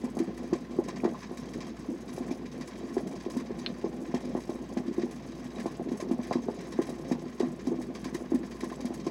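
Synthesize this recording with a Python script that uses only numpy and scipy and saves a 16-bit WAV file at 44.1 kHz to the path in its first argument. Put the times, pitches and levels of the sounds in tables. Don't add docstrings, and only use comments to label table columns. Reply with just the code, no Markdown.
import sys
import numpy as np
from scipy import signal
from scipy.fft import rfft, irfft
from scipy.io import wavfile
from scipy.ndimage import uniform_filter1d

SR = 44100
rng = np.random.default_rng(int(sys.argv[2]) if len(sys.argv) > 2 else 0)


def to_wav(s):
    ch = np.atleast_2d(s).T
    pcm = np.round(np.clip(ch, -1, 1) * 32767)
    wavfile.write(sys.argv[1], SR, pcm.astype(np.int16))


N = 401310

# start_s, peak_db, pitch_hz, snap_db (against the thump)
THUMPS = [(0.037, -22, 252, -10.5), (0.168, -23.5, 254, -2.5), (0.199, -20, 344, -15),
          (0.526, -16.5, 328, -13.5), (0.786, -15, 333, -9), (0.883, -29.5, 248, -1),
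          (1.035, -20.5, 323, -1.5), (1.049, -13, 350, -6.5), (1.311, -26.5, 348, -4),
          (1.886, -22.5, 293, -21), (2.178, -25.5, 342, -0.5), (2.203, -26, 270, -20),
          (2.309, -21.5, 308, -11), (2.966, -17, 363, -7.5), (3.065, -26, 249, -7.5),
          (3.261, -23, 357, -9.5), (3.364, -21, 262, -10), (3.504, -24, 392, -9), (3.841, -18.5, 377, -8),
          (4.14, -18.5, 257, -2.5), (4.35, -18.5, 345, -2), (4.492, -22.5, 328, -4.5),
          (4.768, -19.5, 260, -7), (4.979, -17.5, 325, -18), (5.032, -22.5, 335, -20),
          (5.657, -21, 276, -1.5), (5.795, -26.5, 340, -2), (5.873, -25, 260, -13.5),
          (5.915, -21.5, 296, -8), (6.023, -25, 360, -10.5), (6.093, -26.5, 348, -11),
          (6.11, -18.5, 284, -8.5), (6.19, -24, 254, -5.5), (6.31, -16.5, 352, 0), (6.354, -16.5, 301, -11),
          (6.484, -16, 390, -4.5), (6.788, -13.5, 324, -9.5), (6.889, -28, 261, -2),
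          (7.112, -17, 273, -6.5), (7.402, -16, 370, -7), (7.43, -19, 290, -7.5), (7.67, -17.5, 275, -14),
          (7.715, -22, 334, -15), (7.787, -24, 304, -17), (8.056, -24.5, 277, -8.5),
          (8.147, -25.5, 344, -17), (8.318, -19, 296, -9.5), (8.339, -19.5, 265, -21.5),
          (8.631, -24.5, 338, -8), (8.715, -27.5, 336, -6), (8.845, -23.5, 229, -7),
          (8.904, -24.5, 272, -5.5), (9.066, -20, 340, -7)]
# mode_hz, level_db, t60_s
BODY = [(152, -7, 0.08), (214, -9, 0.09), (250, -2, 0.13), (272, -6, 0.1), (337, -3, 0.11),
        (365.3, -2.5, 0.065), (413.6, -4.5, 0.054), (478, -5.5, 0.053), (523.5, -11.5, 0.082),
        (607.6, -10.5, 0.072), (680, -6.5, 0.051), (807, -17, 0.08), (1030, -14.5, 0.045)]

SHED_SPREAD_DB = 9
PLINK_CYCLES, PLINK_GLIDE = 1.6, .025


def amp(db):
    return 10 ** (np.asarray(db) / 20)


def level(x, db):
    return x * amp(db) / np.sqrt(np.mean(x ** 2))


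def peak(x, db):
    return x * amp(db) / np.abs(x).max()


def above(x, hz):
    return signal.sosfilt(signal.butter(3, hz, "high", fs=SR, output="sos"), x)


def add(out, s, piece):
    i = int(s * SR)
    out[i:i + len(piece)] += piece[:max(N - i, 0)]


def coloured(points):
    hz, db = np.transpose(points)
    bins_hz = np.fft.rfftfreq(N, 1 / SR)
    gain = amp(np.interp(np.log(bins_hz + 1), np.log(hz), db))
    return level(irfft(rfft(rng.standard_normal(N)) * gain, N), 0)


def wander(db, s):
    size = int(s * SR)
    drift = uniform_filter1d(uniform_filter1d(rng.standard_normal(N), size), size)
    return amp(db * level(drift, 0))


def swarm(per_s, spread_db):
    draw = rng.random((int(per_s * N / SR), 3))
    start_s = draw[:, 0] * N / SR
    level_db = -spread_db * np.log(1 - .95 * draw[:, 1])
    return np.c_[start_s, level_db, draw[:, 2]]


def ring(modes, scatter_db=0.):
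    t = np.arange(SR // 7) / SR
    luck_db = scatter_db * rng.standard_normal(len(modes))
    out = np.zeros(len(t))
    for shift_db, (hz, db, t60) in zip(luck_db, modes):
        decay = amp(-60 * t / max(t60, .005))
        out += amp(db + shift_db) * np.sin(2 * np.pi * hz * t) * decay
    return out


def bubble(hz, cycles, glide=0.):
    turns = np.arange(int(12 * cycles * SR / hz)) / SR * hz
    swing = np.sin(2 * np.pi * turns * (1 + glide * turns / 2))
    return swing * turns * np.exp(-turns / cycles)


def stir():
    calm_db, lift_db, settle_t60_s = -39.5, -16.5, 0.21
    t = np.arange(SR // 2) / SR
    power = np.full(N, amp(calm_db) ** 2)
    for s, db, _, _ in THUMPS:
        add(power, s, amp(db + lift_db - 60 * t / settle_t60_s) ** 2)
    return np.sqrt(np.abs(uniform_filter1d(power, size=SR // 200)))


def rumble():
    out = 0
    for spot in range(3):
        push = np.zeros(N)
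        for s, db, chance in swarm(170, spread_db=2.5):
            hz = 150 * (1200 / 150) ** chance
            add(push, s, amp(db) * (hz / 300) ** 0.43 * bubble(hz, cycles=0.79))
        out = out + signal.fftconvolve(push, ring(BODY, scatter_db=1.0))[:N]
    return level(out, 0) * stir() * wander(2.5, 0.034)


def spray(hiss, sprays, fizz_db, t60, rise_s=0.0014):
    t = np.arange(SR // 8) / SR
    fade = (1 - np.exp(-t / rise_s)) * amp(-60 * t / t60)
    power = np.full(N, amp(fizz_db) ** 2)
    for s, db in sprays:
        add(power, s, (amp(db) * fade) ** 2)
    grains = uniform_filter1d(rng.standard_normal(N), int(.004 * SR))
    crackle = amp(1.5 * level(grains, 0))
    return np.sqrt(power) * level(hiss * crackle, -8.5)


def glass_hiss():
    # (per Hz, relative)
    hiss_colour = [(500, -22.5), (1100, 17), (1400, -5), (1900, 0), (2900, -15), (4200, -15), (6300, -12),
                   (7000, -17), (11000, -21.5), (12200, -30.5), (16000, -26)]
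    # ring_hz, width_hz, level_db (relative to each other)
    glass_modes = [(1035, 55, 1), (1650, 455, 4.5), (2330, 47, -1), (3203, 40, -1), (3844, 86, -2.5),
                   (4634, 110, -5.5), (4942, 50, -5), (5390, 40, -4), (5960, 40, -6), (6350, 50, -5),
                   (6570, 25, -2), (7140, 50, -2), (7800, 120, -3), (8110, 60, -6), (9620, 300, -12),
                   (10320, 60, -5), (10550, 55, -2), (10850, 70, -3), (11600, 120, -3)]
    hiss = coloured(hiss_colour)
    rings = np.zeros(N)
    for hz, width, db in glass_modes:
        tone = signal.lfilter(*signal.iirpeak(hz, hz / width, SR), hiss)
        rings += amp(db) * tone * wander(3.5, .018)
    return hiss + amp(8) * rings


def sizzle():
    # start_s, peak_db, fineness_db (treble above 7 kHz against the peak)
    large_sprays = [(0.0416, -45.5, -1), (0.188, -37, -4.5), (0.375, -43, -7), (0.5306, -36, -14),
                    (0.883, -35, -11), (0.959, -37.5, -21), (1.042, -36, -17), (1.227, -37, -24),
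                    (1.371, -38, -4.5), (1.534, -40, -8), (1.604, -35, -19), (1.665, -43.5, -10),
                    (2.129, -43.5, -2), (2.161, -42.5, -2), (2.181, -42.5, -2), (2.312, -40.5, -5.5),
                    (2.515, -40, -21), (2.609, -37.5, -15), (2.6743, -38, -10), (2.94, -45.5, -2),
                    (2.978, -42, -9), (3.07, -42, -3), (3.299, -37.5, -8), (3.367, -38, -4.5),
                    (3.399, -41, -6), (3.589, -38.5, -11), (4.143, -33.5, -13), (4.25, -44, -7),
                    (4.403, -42, -6), (4.495, -40, -7.5), (4.771, -36.5, -12), (4.993, -41.5, -25),
                    (5.109, -42, -2.5), (5.581, -44, -15), (5.597, -38, -8), (5.66, -38.5, -8),
                    (5.917, -40.5, -9), (5.972, -48, 3), (6.001, -35.5, -9), (6.112, -42, -6),
                    (6.269, -46.5, -2), (6.326, -33, -13), (6.607, -46, -4), (6.721, -37.5, -9.5),
                    (6.816, -38, -5), (6.8668, -43, -2), (6.892, -38.5, -5), (7.115, -36.5, -8),
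                    (7.3963, -33, -11), (7.592, -42, -25), (7.668, -38, -8.5), (7.8146, -40.5, -4),
                    (7.949, -35.5, -17), (8.042, -33, -12), (8.1443, -33.5, -7), (8.346, -41.5, 0),
                    (8.5096, -40.5, -11), (8.605, -35, -10), (8.6398, -38.5, -6), (8.721, -48, -2),
                    (8.805, -37.5, -13), (8.853, -37, -6), (8.9396, -40.5, -1), (9.065, -36.5, -13)]
    large_s, large_db, high_db = np.transpose(large_sprays)
    thump_s, thump_db, _, snap_db = np.transpose(THUMPS)
    hiss = glass_hiss()
    upper, top = (signal.sosfiltfilt(signal.butter(3, hz, "high", fs=SR, output="sos"), hiss)
                  for hz in (2600, 6900))

    small_s, small_db, _ = swarm(60, spread_db=2.5).T
    mix_db = small_db + 3 * rng.standard_normal((len(small_s), 3)).T + [[-54], [-53], [-66]]
    mix_s = small_s + 0.0092 * rng.random((len(small_s), 3)).T

    coarse_s = np.r_[mix_s[0], large_s, thump_s + 0.005]
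    splash_db = thump_db + snap_db - 13.5
    coarse_db = np.r_[mix_db[0], large_db - 3 - 0.067 * high_db, splash_db]
    middling_s, middling_db = np.r_[mix_s[1], large_s], np.r_[mix_db[1], large_db]
    fine_s, fine_db = np.r_[mix_s[2], large_s], np.r_[mix_db[2], large_db + high_db]
    coarse = spray(hiss - upper, zip(coarse_s, coarse_db), fizz_db=-54.0, t60=0.14)
    middling = spray(upper - top, zip(middling_s, middling_db), fizz_db=-58.5, t60=0.14)
    fine = spray(top, zip(fine_s, fine_db), fizz_db=-75.0, t60=0.082, rise_s=0.0011)

    lone_s, lone_db, _ = swarm(18, spread_db=1.5).T
    lag, drop = rng.random((len(large_s), 2, 2)).T
    near_s = np.maximum(large_s + 0.102 * (lag - .5), 0)
    near_db = large_db + high_db - 6.5 * 2 * drop
    crisp_s = np.r_[lone_s, near_s.ravel()]
    crisp_db = np.r_[lone_db - 51, near_db.ravel()]
    crisp = spray(above(hiss, 4300), zip(crisp_s, crisp_db), fizz_db=-np.inf, t60=0.058, rise_s=.0004)
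    return coarse + middling + fine + crisp


def hum():
    hum_hz, hum_db, waver_db = 58, -55, 2.2
    waver = level(uniform_filter1d(rng.standard_normal(N), SR // 14), 0)
    tone = np.sqrt(2) * np.sin(2 * np.pi * hum_hz * np.arange(N) / SR)
    return amp(hum_db + waver_db * waver) * tone


def kitchen():
    # (per Hz, relative)
    air_colour = [(30, -8), (80, -10.5), (120, -2), (300, -3.5), (1000, -19.5), (2000, -22), (4000, -30),
                  (8000, -44), (16000, -46)]
    return amp(-50.5) * coloured(air_colour)


def thumps():
    shed_db, shed_snap_db = -8.5, 1
    shed_from_s, shed_within_s = 0.008, 0.022
    out = np.zeros(N)
    snap = bubble(750., cycles=.33)
    for s, db, hz, snap_db in THUMPS:
        body = ring(BODY, scatter_db=3.5)
        cycles = np.clip(.3 - snap_db / 20, .2, 2)

        def push(pitch_hz):
            return peak(signal.fftconvolve(bubble(pitch_hz, cycles), body)[:len(body)], db)

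        knock = signal.fftconvolve(snap, body)[:len(body)]
        crack = peak(above(knock, 420), db + snap_db)
        add(out, s, push(hz) + crack)
        for lag, drop, pitch in rng.random((2, 3)):
            shed = push(hz * (.8 + .6 * pitch)) + amp(shed_snap_db) * crack
            add(out, s + shed_from_s + shed_within_s * lag, amp(shed_db - SHED_SPREAD_DB * drop) * shed)
    return signal.sosfilt(signal.butter(4, 3000, fs=SR, output="sos"), out)


def plinks():
    # start_s, peak_db, pitch_hz
    lone_notes = [(1.002, -37, 2180), (5.81, -33, 640), (5.998, -32.5, 556), (7.808, -40, 760),
                  (8.611, -40, 1830), (8.92, -38, 700)]
    gurgle_db, gurgle_within_s = -20, .045
    out = np.zeros(N)
    for s, db, hz in lone_notes:
        add(out, s, peak(bubble(hz, cycles=PLINK_CYCLES, glide=PLINK_GLIDE), db))
    for s, db, _, _ in THUMPS:
        for lag, drop, pitch in rng.random((3, 3)):
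            note = bubble(450 * 2.2 ** pitch, cycles=PLINK_CYCLES, glide=PLINK_GLIDE)
            add(out, s + gurgle_within_s * lag, peak(note, db + gurgle_db - SHED_SPREAD_DB * drop))
    return out


def plops():
    # start_s, peak_db (of each of the pair)
    plop_pairs = [(0.5317, -32), (0.8851, -35), (1.145, -34.5), (6.316, -37), (8.043, -44), (8.1458, -38),
                  (8.635, -35), (8.7222, -35.5), (9.0647, -34)]
    out = np.zeros(N)
    for s, db in plop_pairs:
        for lag_s in (0, 0.0068):
            hz = 1057 * (1 + 0.02 * rng.standard_normal())
            plop = signal.fftconvolve(bubble(hz, cycles=1.35), ring(BODY))
            add(out, s + lag_s, peak(plop, db))
    return out


def tick():
    # start_s, peak_db
    tick_s, tick_db = (3.6624, -15)
    # mode_hz, level_db (relative), t60_s
    casing_modes = [(1730, -12, 0.013), (2600, -5, 0.006), (3100, 8, 0.0049), (3610, -3, 0.022),
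                    (3920, 1, 0.012), (4100, 6, 0.013)]
    t = np.arange(SR // 20) / SR
    scrape = (t == 0) + 0.036 * rng.standard_normal(len(t)) * np.exp(-t / 0.01)
    casing = signal.butter(4, (1400, 4700), "band", fs=SR, output="sos")
    knock = signal.sosfilt(casing, signal.fftconvolve(scrape, ring(casing_modes)))
    out = np.zeros(N)
    add(out, tick_s, peak(knock, tick_db))
    return out


def room_tail(kettle):
    t = np.arange(SR // 3) / SR
    dull = level(uniform_filter1d(rng.standard_normal(len(t)), 4), -52.5)
    tail = dull * amp(-60 * t / 0.099) * (t > .004)
    return signal.fftconvolve(kettle, tail)[:N]


def scene():
    body = above(thumps() + plops() + rumble(), 155)
    kettle = body + sizzle() + plinks() + tick()
    return (kettle + room_tail(kettle) + hum() + kitchen())[None]


def record(dry):
    steep_top = signal.ellip(10, .2, 80, 15800, fs=SR, output="sos")
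    return signal.sosfilt(steep_top, above(dry, 52))


dry = scene()
out = record(dry)
to_wav(out)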